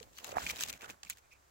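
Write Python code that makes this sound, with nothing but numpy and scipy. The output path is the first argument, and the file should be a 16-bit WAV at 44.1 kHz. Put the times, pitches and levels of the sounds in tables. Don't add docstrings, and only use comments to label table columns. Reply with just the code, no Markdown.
import sys
import numpy as np
from scipy import signal
from scipy.fft import rfft, irfft
from scipy.io import wavfile
from scipy.ndimage import uniform_filter1d

SR = 44100
rng = np.random.default_rng(int(sys.argv[2]) if len(sys.argv) > 2 else 0)


def file_out(sig):
    cols = np.atleast_2d(sig).T
    lim = np.clip(cols, -1, 1)
    pcm = np.round(lim * 32767).astype(np.int16)
    wavfile.write(sys.argv[1], SR, pcm)


def boost(x):
    u = np.asarray(x, float) / 20
    return 10 ** u


N = 66150
HZ = np.fft.rfftfreq(N, 1 / SR)
T = np.arange(N) / SR

# pitch_hz, level_db [dB per Hz]
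BARK_SPECTRUM = [(290, -18.5), (500, -20), (1550, -6.5), (1950, -8), (2890, -2.5), (4600, -6.5),
                 (6900, -7.5), (8960, -12), (16000, -13)]
# pitch_hz, likeness [-1 to 1]
NEAR_LIKENESS = [(100, 1), (600, 0.55), (1500, 0.39), (3000, 0.085), (6000, 0.043), (14000, 0.043)]
# pitch_hz, likeness [-1 to 1]
AIR_LIKENESS = [(60, 0.32), (240, 0.57), (950, -0.53), (3770, 0.46), (15000, -0.57)]
LAG_S = 0.000457


def evened(x):
    return x / np.sqrt(np.mean(x ** 2) + 1e-20)


def read(points, hz):
    f, value = np.transpose(points)
    return np.interp(np.log(hz + 1), np.log(f + 1), value)


def colour(x, points):
    return irfft(rfft(x) * evened(boost(read(points, HZ))), N)


def narrow_band(centre_hz, width_hz):
    noise = rfft(rng.standard_normal(N))
    return irfft(noise / (1 + ((HZ - centre_hz) / width_hz * 2) ** 2), N)


def swells(rows):
    return sum(boost(db) * np.exp(-((T - s) / length * 2) ** 2) for s, db, length in rows)


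def add(mix, s, sound):
    part = mix[:, max(round(s * SR), 0):][:, :sound.shape[1]]
    part += sound[:, :part.shape[1]]


def ports(pair, likeness, lag_s, pan_db):
    first, second = rfft(pair)
    c = np.clip(read(likeness, HZ), -1, 1)
    left = (c * first + np.sqrt(1 - c ** 2) * second) * np.exp(-2j * np.pi * HZ * lag_s)
    return irfft(np.array([left * boost(pan_db / 2), first * boost(-pan_db / 2)]), N)


def grainy(per_s, spread_db, grain_s):
    size_db = spread_db * np.minimum(rng.exponential(1, N), 4)
    slips = boost(size_db) * (rng.random(N) < per_s / SR)
    r = np.exp(-1 / (grain_s * SR))
    envelope = evened(signal.lfilter([1], [1, -r], slips + 1e-4))
    return envelope * rng.standard_normal((2, N))


def patchy(x):
    z = signal.stft(x, nperseg=128, noverlap=96)[2]
    spots = uniform_filter1d(rng.standard_normal(z.shape[1:]), size=5, axis=0)
    spots = uniform_filter1d(spots, size=14, axis=1)
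    patch_db = 2.3 * evened(spots)
    return signal.istft(z * boost(patch_db), nperseg=128, noverlap=96)[1][:, :N]


def split(low, high):
    fizz_hz = 7880
    up = np.clip((HZ - fizz_hz) / 800 + .5, 0, 1)
    return irfft(rfft(low) * (1 - up) + rfft(high) * up, N)


def ticks(rows, spectrum, trim_db):
    rise_s, crack_t60, tail_t60, tail_db = .0008, .008, .035, -17
    ring_cycles = 50
    crack, fizz, ring = np.zeros((3, 2, N))
    t = T[:4000]
    for s, db, hz, ring_db, *fizz_db in rows:
        rise = boost(db + trim_db) * np.minimum(t / rise_s, 1)
        decay = boost(-60 * t / crack_t60) + boost(tail_db - 60 * t / tail_t60)
        burst = rise * rng.standard_normal((2, 4000)) * decay
        add(crack, s, burst)
        add(fizz, s, burst * boost(sum(fizz_db)))
        turns = hz * np.array([[1], [.93], [1.36]]) * t
        modes = np.sin(2 * np.pi * turns + rng.random((3, 1))) * boost([[0], [-9], [-7]])
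        tone = modes.sum(0, keepdims=True)
        add(ring, s, rise * tone * boost(ring_db - 60 * t * hz / ring_cycles))
    return colour(split(crack, fizz), spectrum) + ring


def twig_snaps():
    # start_s, peak_db, ring_hz, ring_share_db
    snap_rows = [(0.4653, -25.5, 2430, 6), (0.4714, -34.5, 2420, 4), (0.4914, -31, 2170, -5),
                 (0.4978, -25.5, 2330, 6), (0.5054, -30, 2355, 3.5), (0.5591, -29, 3640, -8),
                 (0.5666, -34, 3800, 5), (0.592, -36, 2500, 4.5), (0.6044, -37, 2700, -4),
                 (0.608, -20.5, 6040, 0), (0.6164, -32.5, 7300, 11), (0.6244, -39, 2920, 14),
                 (0.635, -15, 2815, -8.5), (0.6354, -32, 6390, 6), (0.6634, -37, 3960, -15),
                 (0.6848, -27, 7550, 3), (0.691, -33, 6550, 2), (0.6965, -22.5, 2450, -11),
                 (0.7005, -23, 5420, -8), (0.7272, -25.5, 3950, -15), (0.7364, -33.5, 2455, 0.5),
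                 (0.7665, -49, 6600, -2), (0.7775, -54, 6000, -6), (0.8086, -38, 2320, -0.5),
                 (0.8185, -33, 2650, -4), (0.8254, -46, 2630, 7.5), (0.843, -38, 2600, 2.5),
                 (0.8924, -36, 1637, -7), (0.8994, -32, 2520, 1.5)]
    return ticks(snap_rows, BARK_SPECTRUM, -6.5)


def bark_drag():
    # start_s, length_s, effort_db
    strokes = [(0, 0.043, -61.5), (0.126, 0.077, -60.5), (0.174, 0.1, -59), (0.24, 0.081, -53.5),
               (0.322, 0.024, -60), (0.357, 0.076, -48), (0.433, 0.041, -46.5), (0.473, 0.039, -39),
               (0.522, 0.056, -51), (0.583, 0.048, -39.5), (0.634, 0.029, -49.5), (0.67, 0.034, -44.5),
               (0.721, 0.056, -62.5), (0.791, 0.069, -58), (0.879, 0.029, -53), (0.906, .025, -64),
               (1.032, 0.054, -63), (1.092, 0.018, -47), (1.107, 0.026, -58), (1.135, 0.058, -67.5),
               (1.307, 0.028, -66.5)]
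    swell_power, let_go_t60 = 0.71, 0.026
    shape = np.zeros(N)
    for s, length, db in strokes:
        u = np.clip((T - s) / length, 0, 1)
        let_go_db = -60 * np.maximum(T - s - length, 0) / let_go_t60
        shape += (u > 0) * (0.26 + 0.99 * u ** swell_power) * boost(db + let_go_db)
    rasp = grainy(per_s=5000, spread_db=2.0, grain_s=.0004)
    return shape * evened(patchy(colour(rasp, BARK_SPECTRUM)))


def twig_slide():
    # time_s, effort_db, pitch_hz
    bend = [(0, -66, 500), (0.148, -76, 514), (0.248, -60, 780), (.35, -50, 820), (0.408, -49, 1360),
            (0.459, -53.5, 2600), (0.741, -59, 2350), (0.788, -68.5, 1450), (0.833, -53.5, 1280),
            (.87, -62, 1420), (.9, -55, 1420), (0.941, -69.5, 1260), (1.0, -74, 1150), (1.202, -77.5, 1320)]
    # pitch_hz, level_db [dB per Hz]
    wood_spectrum = [(100, -21.5), (250, -9.5), (700, -6), (1400, -12.5), (2500, -14.5), (5000, -54)]
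    width_hz, tone_db, body_db = 1500, -5, 0.5
    s, db, hz = np.transpose(bend)
    slips = grainy(per_s=1200, spread_db=1.8, grain_s=.002)
    turn = np.exp(2j * np.pi * np.cumsum(np.interp(T, s, hz)) / SR)
    r = np.exp(-np.pi * width_hz / SR)
    tone = (turn * signal.lfilter([(1 - r) ** 2], [1, -2 * r, r * r], slips / turn)).real
    body = colour(slips, wood_spectrum)
    return (boost(tone_db) * evened(tone) + boost(body_db) * evened(body)) * boost(np.interp(T, s, db))


def wood_knocks():
    # start_s, peak_db, pitch_hz,
    # t60_s
    knock_rows = [(.0075, -49.5, 450, 0.051), (.0118, -49, 466, 0.028), (.186, -42.5, 1140, 0.0093),
                  (.3262, -31, 552, 0.011), (0.3495, -41, 695, 0.016), (0.3684, -19, 747, 0.015),
                  (0.3815, -61, 910, 0.0061), (0.3826, -18, 1017, 0.0068), (.3975, -39.5, 810, 0.017),
                  (.4045, -44, 1620, 0.025), (.412, -50, 1530, .015), (0.4185, -39, 1410, 0.019),
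                  (.4285, -32, 940, 0.0042), (.439, -36, 217, 0.01), (0.465, -32.5, 170, 0.0146),
                  (0.8436, -41, 1455, 0.018), (0.851, -42, 1270, .01), (.896, -46.5, 500, 0.013),
                  (.902, -47.5, 210, 0.019), (1.033, -52.5, 800, 0.02), (1.034, -59.5, 1146, 0.039)]
    sag, sag_s = 0.62, 0.0003
    upper_ratio, upper_db = 2.3, -7.5
    out, t = np.zeros((2, N)), T[:4000]
    for s, db, hz, t60 in knock_rows:
        turns = hz * (t + sag * sag_s * (1 - np.exp(-t / sag_s)))
        low = -np.cos(2 * np.pi * turns) * boost(-60 * (t / t60) ** 1.5)
        high = np.sin(2 * np.pi * upper_ratio * hz * t) * boost(upper_db - 60 * t / (0.74 * t60))
        push = np.sin(np.pi / 2 * np.minimum(turns / 1.2, 1)) ** 2
        blow = boost(db) * push * (low + high)
        blow = signal.lfilter(*signal.butter(2, .5 * hz, "high", fs=SR), blow)
        add(out, s, np.array([blow, blow]))
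    return out


def shear_clicks():
    # start_s, peak_db, ring_hz, ring_share_db, fizz_db
    click_rows = [(0.0004, -32, 2300, -16, -25), (0.0283, -33, 4200, -3, -8.5), (0.1675, -50, 4390, 11, 4),
                  (0.1735, -45, 4300, 6, -4), (0.1835, -30.5, 4550, -1, -2), (0.1865, -33.5, 2940, -1, -21),
                  (0.2438, -22, 6760, -4.5, -3.5), (0.2442, -29, 2700, -6.5, -5),
                  (0.2505, -39, 3870, 7, -5), (0.2703, -39, 6600, -6, 8), (0.2905, -34, 6900, 0, -5),
                  (0.318, -26.5, 2680, -8, -20), (1.0316, -24, 2620, -13, -13.5),
                  (1.033, -29, 6000, -3, -24), (1.0494, -33, 7450, -0.5, -16), (1.0848, -56, 6900, 0, -8),
                  (1.0982, -19, 6810, -3, 6), (1.0988, -35, 2573, 6, -2), (1.1064, -30, 7170, 10, -4),
                  (1.1105, -32, 3000, -3, -10), (1.1025, -22, 3940, -14, -13), (1.1188, -43, 7360, 4, 1),
                  (1.1712, -38, 3280, -13, -3), (1.1838, -41.5, 6220, -1, 0)]
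    # pitch_hz, level_db [dB per Hz]
    steel_spectrum = [(700, -25), (1250, -7), (1600, 0.5), (2700, -2.5), (5200, -5), (7200, -6.5),
                      (9600, -2), (16000, -6.5)]
    # time_s, left_over_right_db
    hand_side = [(.3, 6.5), (1.0, -3)]
    side_db = np.interp(T, *np.transpose(hand_side))
    pair = ports(ticks(click_rows, steel_spectrum, -8), NEAR_LIKENESS, LAG_S, 0)
    return pair * boost([side_db / 2, -side_db / 2])


def spring_rubs():
    # middle_s, level_db, length_s
    rub_rows = [
        (1.063, -55, 0.0029),
        (1.072, -53, 0.005),
        (1.127, -54, 0.0046),
        (1.257, -74.5, 0.038),
        (1.322, -62.5, 0.021),
        (1.332, -68, 0.0035),
        (1.346, -71.5, 0.054),
    ]
    return np.array([swells(rub_rows) * evened(narrow_band(2420, 370))] * 2)


def arm_puffs():
    # middle_s, level_db, length_s
    puff_rows = [
        (0.065, -65.5, 0.21),
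        (0.314, -54.5, 0.049),
        (0.372, -48, 0.023),
        (0.441, -50.5, 0.054),
        (0.518, -55, 0.089),
        (0.67, -57, 0.11),
        (0.753, -57.5, 0.031),
        (0.907, -61.5, 0.1),
        (1.054, -66, 0.048),
        (1.123, -66, 0.047),
    ]
    # pitch_hz, level_db [dB per Hz]
    puff_spectrum = [(30, -45), (55, 3.5), (120, -1), (220, -3), (400, -22)]
    breath = evened(colour(rng.standard_normal((2, N)), puff_spectrum))
    return ports(swells(puff_rows) * breath, AIR_LIKENESS, 0, -0.29)


def orchard_air():
    # pitch_hz, level_db [dB per Hz]
    hiss_spectrum = [(18, -84), (30, -20), (98, 3), (188, -13.5), (354, -11), (984, -7), (2810, -17.5),
                     (6690, -18), (15900, -20.5)]
    hiss_db, drone_db = -68.5, -75.5
    hiss = boost(hiss_db) * evened(colour(rng.standard_normal((2, N)), hiss_spectrum))
    drone = narrow_band(60, 27)
    drone = drone / np.sqrt(abs(signal.hilbert(evened(drone))) + .1)
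    return ports(hiss, AIR_LIKENESS, 0, 0) + boost(drone_db) * evened(drone)


def scene():
    # pitch_hz, left_over_right_db
    tree_side = [(60, -14), (180, -5.5), (550, -6), (1650, -4), (4970, 2.5), (15000, 0.5)]
    twig = twig_snaps() + bark_drag() + twig_slide()
    tree = ports(twig, NEAR_LIKENESS, LAG_S, read(tree_side, HZ))
    solid = ports(wood_knocks() + spring_rubs(), [(100, 1), (9000, 1.0)], LAG_S, -7)
    return tree + solid + shear_clicks() + arm_puffs() + orchard_air()


def roll_off(x):
    return signal.sosfilt(signal.butter(12, 16820, fs=SR, output="sos"), x)


def record(dry):
    peak_hz = [
        [6600],
        [7600],
    ]
    dip_hz = [
        [9150],
        [10090],
    ]
    edge_hz, over_edge_db = 15900, -22
    peak = np.exp(-((HZ - np.array(peak_hz)) / 830) ** 2)
    dip = np.exp(-((HZ - np.array(dip_hz)) / 750) ** 2)
    port_db = 4.5 * peak - 8.5 * dip
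    gain = boost(port_db + over_edge_db * (HZ > edge_hz)) * (HZ < edge_hz + 750)
    mix = irfft(rfft(dry) * gain, N)
    return roll_off(mix)


dry = scene()
out = record(dry)
file_out(out)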